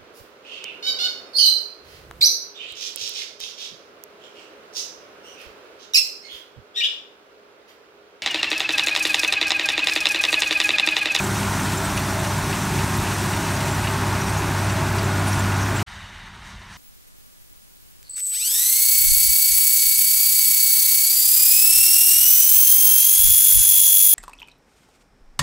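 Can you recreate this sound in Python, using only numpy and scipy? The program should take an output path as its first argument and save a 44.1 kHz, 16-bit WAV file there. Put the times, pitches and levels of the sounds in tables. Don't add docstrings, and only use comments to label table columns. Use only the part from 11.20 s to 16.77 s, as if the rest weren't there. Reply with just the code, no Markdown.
import sys
import numpy as np
from scipy import signal
from scipy.fft import rfft, irfft, next_fast_len
from scipy.io import wavfile
from scipy.ndimage import uniform_filter1d, map_coordinates

SR = 44100
rng = np.random.default_rng(int(sys.argv[2]) if len(sys.argv) > 2 else 0)


def to_wav(s):
    ch = np.atleast_2d(s).T
    pcm = np.round(np.clip(ch, -1, 1) * 32767)
    wavfile.write(sys.argv[1], SR, pcm.astype(np.int16))


def field_ratio(decibels):
    return 10 ** (np.asarray(decibels, dtype=float) / 20)


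N = 245637
T = np.arange(N) / SR

CUT_S, RETURN_S, FADE_S = 4.629, 4.663, .014
TOP_HZ = 15740
CYCLE_HZ, FAR_CYCLE_HZ = 16.39, 16.13

# order_per_cycle, level_db
ENGINE_LINES = [(2.46, -48), (4, -41), (16, -49), (18, -48), (22, -45), (24, -44), (44, -54), (48, -53),
                (51, -48), (54, -49.5), (55, -50), (57, -52), (63, -52), (66, -47.5), (99, -54)]
FAR_ENGINE_LINES = [(6, -52), (12, -55), (24, -69), (36, -70), (42, -68), (60, -62), (87.7, -60)]

# pitch_hz, density_db
RUMBLE_COLOUR = [(13, -45), (22, -22), (48, -9.5), (71, -8), (91, -7), (145, 2), (183, -6), (230, -17.5),
                 (300, -43), (510, -120)]
# pitch_hz, density_db
PANEL_COLOUR = [(120, -28), (205, -5.5), (242, -1), (376, -4), (466, -18.5), (520, -17), (680, -39),
                (1140, -120)]
# pitch_hz, density_db
CLATTER_COLOUR = [(250, -9.5), (430, -7), (486, -17.5), (578, -4.5), (753, -3.5), (904, 0.5), (1140, -3),
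                  (1430, -4), (1520, -3.5), (2330, -10), (2550, -9.5), (3040, -16.5), (4900, -19),
                  (6370, -21), (10800, -120)]
# pitch_hz, density_db
CROP_COLOUR = [(2180, -3.5), (3700, -1), (4900, -5), (5740, 0), (6490, -1.5), (8480, -1), (9580, -3),
               (10500, -8.5), (12800, -7.5), (15100, -16), (15900, -11)]
# pitch_hz, density_db
WIND_COLOUR = [(13, -39), (22, -12), (32, 1), (54, -1), (161, -11.5), (170, -12), (220, -34), (370, -120)]
# pitch_hz, density_db
FAR_RUMBLE_COLOUR = [(65, -30), (110, -7), (140, -11.5), (199, -2), (290, -15), (376, -14), (520, -24),
                     (680, -55), (1140, -120)]
FAR_CLATTER_COLOUR = [(250, -48), (430, -24), (530, -20), (564, -14), (717, -8.5), (940, -2.5), (1340, -4),
                      (1440, -3), (1490, -3), (1910, -1), (2480, -9.5), (2990, -5.5), (3390, -12),
                      (3720, -6.5), (5200, -29), (6760, -53), (11400, -120)]
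FAR_CROP_COLOUR = [(2650, -25), (4500, -1), (5050, -4), (5830, -0.5), (7350, -8), (8750, -7),
                   (10400, -16.5), (11700, -16.5), (15900, -28)]

# time_s, level_db
EXHAUST_REVEAL = [
    (0, -31.5),
    (1.1, -30.5),
    (2.0, -31.5),
    (2.6, -28),
    (3.4, -26),
    (4.2, -23.5),
    (4.63, -25),
]
# time_s, pitch_hz, level_db
DRIVE_WHINE = [
    (0, 1413, -42),
    (.3, 1385, -40),
    (.7, 1354, -40),
    (1, 1360, -49),
]
# centre_s, change_db, half_width_s
OCTAVE_SWELLS = [
    (0, 5, 0.79),
    (1.4, 4, 0.27),
    (3.4, -7, 0.25),
    (4.2, 4, 0.27),
]
# centre_s, change_db, half_width_s
GEAR_SWELLS = [
    (.7, 3, 0.43),
    (1.35, 7.5, .2),
    (1.8, -7, .2),
    (2.2, 6, .2),
    (3.1, 6, 0.46),
    (4.2, 12, 0.35),
]
# centre_s, change_db, half_width_s
PUMP_SWELLS = [
    (1.0, 11, 0.19),
    (1.7, -7, 0.39),
    (2.4, 4.5, 0.24),
    (3.7, 4, 0.58),
]
# centre_s, change_db, half_width_s
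LABOUR = [
    (.49, 1.5, .12),
    (1.94, 3.9, 0.56),
    (3.3, 2.2, 0.72),
]
# centre_s, change_db, half_width_s
FEED = [
    (0, 0.75, 0.16),
    (.49, 1.2, 0.11),
    (2.3, 0.78, .2),
    (4.13, 2.2, 0.15),
]

# centre_s, pitch_hz, peak_db, length_s
SQUEAKS = [(.045, 7650, -26.5, .014), (.174, 5860, -34, .018), (.377, 6070, -37, .03),
           (.404, 6130, -31, .012), (.58, 7340, -27, 0.017), (.654, 8100, -30, .023),
           (.773, 9760, -31, .016), (0.777, 6000, -37, 0.01), (.795, 12610, -40.5, .017),
           (1.771, 7360, -36, .014), (1.775, 13000, -36, .014), (3.792, 4630, -30, 0.014),
           (2.526, 7340, -33, .021), (2.552, 5970, -34, .018), (4.623, 13800, -40, .01),
           (3.016, 5820, -25.5, .01), (3.071, 5600, -31, .011), (3.098, 8260, -32, .014),
           (3.182, 6630, -33, .025), (3.501, 5880, -33, .011), (3.522, 7260, -35, .014),
           (3.848, 7300, -33, 0.014), (3.99, 8610, -39, .028), (4.084, 9500, -29, 0.03),
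           (4.13, 5610, -27.5, .011), (4.142, 9880, -35, .02), (4.198, 7350, -28.5, .012),
           (4.413, 6460, -36, .036), (4.432, 5770, -32, .014), (4.57, 7570, -32, 0.035)]
# start_s, peak_db, brightness_db_per_octave
KNOCKS = [(.229, -24, -1), (.499, -24, -2), (.773, -18, 1), (1.049, -24, -2), (1.327, -19.5, -1.5),
          (1.588, -21, -3), (1.867, -21, -4), (1.911, -22, -3), (2.134, -21, -2), (2.404, -22, 1),
          (2.479, -23, 4), (2.639, -23, -4), (2.670, -17, -2.5), (2.949, -26, 0), (3.219, -26, 0),
          (3.496, -22, 1), (3.782, -22, 3), (4.069, -24, 0), (4.319, -24, 0), (4.593, -22, 0)]
# pitch_hz, level_db, t60_s
SLAT_MODES = [(2050, -4, .07), (2550, -1, .07), (2850, 0, .08), (3750, -6, .05), (4450, -5, .05),
              (5900, -8, .04), (9300, -12, .03)]
# start_s, peak_db
SNAPS = [(0.7941, -29), (1.6148, -32), (1.7739, -29), (2.0199, -30), (2.4798, -32), (3.1747, -31),
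         (3.3139, -29), (3.5359, -31), (3.725, -29), (3.7614, -28), (3.8098, -34), (3.8302, -27),
         (3.9445, -32), (4.5037, -35)]

# centre_s, change_db, half_width_s
FAR_FEED = [
    (4.69, 4, 0.18),
    (5.28, 5.7, 0.044),
    (5.545, 5.3, 0.045),
]
# centre_s, peak_db, pitch_hz
THUMPS = [
    (4.765, -33, 65),
    (4.84, -38, 90),
    (5.372, -36, 48),
]

# centre_s, level_db, low_hz, high_hz
SIDE_HISS = [(0.0, -46.5, 6890, 8268), (0.881, -44, 8268, 9646), (0.954, -45, 6850, 8200),
             (1.138, -41, 4260, 10163), (1.466, -45, 8300, 9750), (1.558, -46, 5140, 13436),
             (1.602, -51, 11714, 14400), (1.881, -44, 8268, 9646), (2.371, -45, 4170, 5167),
             (3.436, -51, 4200, 15331), (3.97, -52, 4700, 13264), (5.457, -68, 4630, 5857)]


def unit(x):
    return x / np.sqrt(np.mean(x ** 2) + 1e-20)


def curves(rows):
    s, *cols = np.transpose(rows)
    return [np.interp(T, s, c) for c in cols]


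def swells(rows):
    return sum(db * np.exp(-((T - s) / half_s) ** 2) for s, db, half_s in rows)


def wobble(rate):
    return map_coordinates(rng.standard_normal(int(N * rate / SR) + 4), [T * rate])


def coloured(x, spectrum):
    size = next_fast_len(N + 8192)
    hz, db = np.transpose(spectrum)
    bins = np.log(np.fft.rfftfreq(size, 1 / SR) + 1)
    gain = field_ratio(np.interp(bins, np.log(hz + 1), db))
    return unit(irfft(rfft(x, size) * gain, size)[:N])


def patchy(patchy_db):
    z = signal.stft(rng.standard_normal(N + 512), nperseg=512)[2]
    field = uniform_filter1d(rng.standard_normal(z.shape), 8, 0)
    field = unit(uniform_filter1d(field, 5, 1))
    return unit(signal.istft(z * field_ratio(patchy_db * field), nperseg=512)[1][:N])


def crackle(rate, spread_db, cycles):
    draw = rng.random((int(rate * N / SR), 3))
    t = np.arange(256) / SR
    hz = 600 + 15000 * draw[:, 1:2]
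    size = field_ratio(spread_db * np.minimum(-np.log(draw[:, 2:]), 3)) * np.sqrt(hz)
    grain = size * np.exp(-t * hz / cycles) * np.sin(2 * np.pi * hz * t)
    at = (draw[:, :1] * N).astype(int) + np.arange(256)
    return unit(np.bincount(at.ravel(), grain.ravel(), N)[:N])


def tone(phase, order, flutter_db, slip, rate):
    level = np.sqrt(2) * field_ratio(flutter_db * wobble(rate))
    return level * np.sin(order * phase + slip * wobble(rate) + rng.uniform(0, 2 * np.pi))


def firing_gate(phase, uneven_db):
    firing = 6 * phase / (2 * np.pi)
    cylinder = np.array([0.87, -0.41, .3, -1.3, 0.45, 0.26])[firing.astype(int) % 6]
    return field_ratio(uneven_db * cylinder * np.exp(-4 * (firing % 1)))


def engine_tones(phase, fire_db):
    octave_db = -37 + swells(OCTAVE_SWELLS)
    gear_db = -46.5 + swells(GEAR_SWELLS)
    pump_db = -47 + swells(PUMP_SWELLS)
    tones = field_ratio(fire_db) * tone(phase, order=6, flutter_db=.6, slip=.12, rate=12)
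    tones += field_ratio(octave_db) * tone(phase, order=12, flutter_db=1.5, slip=.45, rate=18)
    tones += field_ratio(gear_db - 1.5) * tone(phase, order=88, flutter_db=1.5, slip=0.5, rate=20)
    tones += field_ratio(pump_db - 1.0) * tone(phase, order=39.55, flutter_db=3.2, slip=0.46, rate=11)
    tones += field_ratio(pump_db - 2.7) * tone(phase, order=36, flutter_db=0.8, slip=0.44, rate=13)
    drive_hz, drive_db = curves(DRIVE_WHINE)
    drive_db = drive_db - 1.0 - 20 * np.clip(T - .8, 0, 2)
    drive_phase = 2 * np.pi * np.cumsum(drive_hz) / SR
    tones += field_ratio(drive_db) * tone(drive_phase, order=1, flutter_db=-1.0, slip=0.43, rate=21.3)
    for order, db in ENGINE_LINES:
        tones += field_ratio(db + .5) * tone(phase, order, flutter_db=2.5, slip=0.45, rate=8)
    return tones


def harvester():
    phase = 2 * np.pi * CYCLE_HZ * T + 0.019 * wobble(1.994)
    fire_db, = curves(EXHAUST_REVEAL)
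    tones = engine_tones(phase, fire_db)
    reveal_db = fire_db + 31
    labour_db, feed_db = swells(LABOUR), swells(FEED)
    rumble_db = -33 + 0.32 * reveal_db + labour_db
    panel_db = -33.5 + 0.13 * reveal_db + 0.54 * labour_db
    clatter_db = -28 + 0.13 * reveal_db + 0.18 * (labour_db + feed_db)
    crop_db = -33.5 - 0.51 * reveal_db + feed_db
    load = field_ratio(0.17 * wobble(22) + 0.45 * wobble(45))
    gate = firing_gate(phase, uneven_db=-1.5)
    rumble = field_ratio(rumble_db + 1.5) * coloured(patchy(patchy_db=-0.26), RUMBLE_COLOUR)
    rumble += field_ratio(panel_db - 1.5) * coloured(patchy(patchy_db=0.0), PANEL_COLOUR)
    rattle = gate * patchy(patchy_db=0.6) + 0.15 * crackle(rate=500, spread_db=2.0, cycles=1.6)
    clatter = field_ratio(clatter_db - 0.61) * unit(load * coloured(rattle, CLATTER_COLOUR))
    crush = gate ** .4 * patchy(patchy_db=1.0) + 0.26 * crackle(rate=700, spread_db=3.5, cycles=13)
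    crop = field_ratio(crop_db + 0.96) * unit(load * coloured(crush, CROP_COLOUR))
    return tones + rumble + clatter + crop


def chain():
    out, t = np.zeros(N), np.arange(-SR // 20, SR // 20) / SR
    draw = rng.random((round(5 * CUT_S), 3))
    faint = [(CUT_S * a, 7000 + 8000 * b, -44 - 1.6 * b, .014 * (.7 + c)) for a, b, c in draw]
    for s, hz, db, length in list(SQUEAKS) + faint:
        waver = uniform_filter1d(rng.standard_normal((2, len(t))), 90, 1) * np.sqrt(90)
        swell = np.exp(-(1.9 * t / length) ** 4) * field_ratio(waver[0])
        turn = 2 * np.pi * hz * t * (1 + .15 * t) + .9 * waver[1]
        octave = field_ratio(-15) * (2 * hz < TOP_HZ) * np.sin(2 * turn)
        squeak = field_ratio(db - 2.0) * swell * (np.sin(turn) + octave)
        at = round(s * SR) + np.arange(len(t)) - SR // 20
        out[at[at >= 0]] += squeak[at >= 0]
    return out


def conveyor():
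    out, t = np.zeros(N), np.arange(SR // 10) / SR
    for s, db, bright_db in KNOCKS:
        rattle = np.cumsum(.1 * rng.standard_normal((len(SLAT_MODES), len(t))), 1)
        ring = np.zeros(len(t))
        for (hz, level, t60), slip in zip(SLAT_MODES, rattle):
            mode_db = level + bright_db * np.log2(hz / 2800) + rng.normal(0, 0.38)
            ring += field_ratio(mode_db - 60 * t / t60) * np.sin(2 * np.pi * hz * t + slip)
        crack_hz = [1500, 6000 + 900 * bright_db]
        band = signal.butter(2, crack_hz, "band", fs=SR, output="sos")
        crack = field_ratio(-60 * t / .06) * signal.sosfilt(band, rng.standard_normal(len(t)))
        attack = 1 - np.exp(-t / .001)
        out[round(s * SR):][:len(t)] += field_ratio(db - 8) * (ring + 1.7 * crack) * attack
    return out


def stalks():
    out, t = np.zeros(N), np.arange(SR // 50) / SR
    band = signal.butter(2, (10500, 15000), "band", fs=SR, output="sos")
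    for s, db in SNAPS:
        puff = signal.sosfilt(band, rng.standard_normal(len(t)))
        out[round(s * SR):][:len(t)] += field_ratio(db + 1.5 - 60 * t / .014) * puff
    return out


def near_gust():
    centre_s, peak_db, pitch_hz, half_s = 1.795, -18, 95, .008
    swell = np.exp(-((T - centre_s) / half_s) ** 2)
    return field_ratio(peak_db) * swell * np.sin(2 * np.pi * pitch_hz * (centre_s - T))


def far_wind():
    level_db = -45.0 - 2.5 * np.maximum(T - RETURN_S, 0)
    wind = field_ratio(level_db) * unit(field_ratio(1.3 * wobble(27)) * coloured(patchy(patchy_db=1.0), WIND_COLOUR))
    for s, db, hz in THUMPS:
        wind += field_ratio(db) * np.exp(-((T - s) / 0.014) ** 2) * np.sin(2 * np.pi * hz * (T - s) + 1.1)
    return wind


def far_harvester():
    phase = 2 * np.pi * FAR_CYCLE_HZ * T
    crop_db = -62 + swells(FAR_FEED)
    machine_db = -46.5 - 6 * np.maximum(T - RETURN_S, 0) + 0.48 * swells(FAR_FEED[1:])
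    tones = np.zeros(N)
    for order, db in FAR_ENGINE_LINES:
        tones += field_ratio(db - 2.5) * tone(phase, order, flutter_db=0.8, slip=0.33, rate=15)
    rumble = field_ratio(-54.0) * coloured(patchy(patchy_db=-1.0), FAR_RUMBLE_COLOUR)
    shimmer = field_ratio(0.57 * wobble(25))
    clatter = field_ratio(machine_db + 5.5) * shimmer * coloured(patchy(patchy_db=0.8), FAR_CLATTER_COLOUR)
    crush = patchy(patchy_db=1.5) + 0.18 * crackle(rate=460, spread_db=10, cycles=6)
    crop = field_ratio(crop_db + 6.5) * shimmer * coloured(crush, FAR_CROP_COLOUR)
    return tones + rumble + clatter + crop


def microphone(x):
    hz = np.fft.rfftfreq(N, 1 / SR)
    return irfft(rfft(x) * (hz < TOP_HZ) / np.sqrt(1 + (32 / (hz + 1)) ** 8), N)


def scene():
    near = microphone(harvester() + chain() + conveyor() + stalks() + near_gust())
    near *= np.clip((CUT_S + .001 - T) / .0025, 0, 1)
    far = microphone(far_harvester() + far_wind())
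    far *= np.clip((T - RETURN_S) / FADE_S, 0, 1)
    mono = near + far
    return np.array([mono, mono])


def roll_off(x):
    return signal.sosfilt(signal.butter(12, 16990, fs=SR, output="sos"), x)


def record(dry):
    hz, side = np.fft.rfftfreq(N, 1 / SR), np.zeros(N)
    half_s = 1024 / SR
    for s, db, low_hz, high_hz in SIDE_HISS:
        tilt = (hz > low_hz) * (hz < high_hz) * low_hz / (hz + 1)
        hiss = unit(irfft(rfft(rng.standard_normal(N)) * tilt, N))
        side += field_ratio(db + 0.5) * hiss * np.cos(np.pi / 2 * np.clip((T - s) / half_s, -1, 1))
    return roll_off(dry + np.array([side, -side]))


dry = scene()
out = record(dry)
to_wav(out)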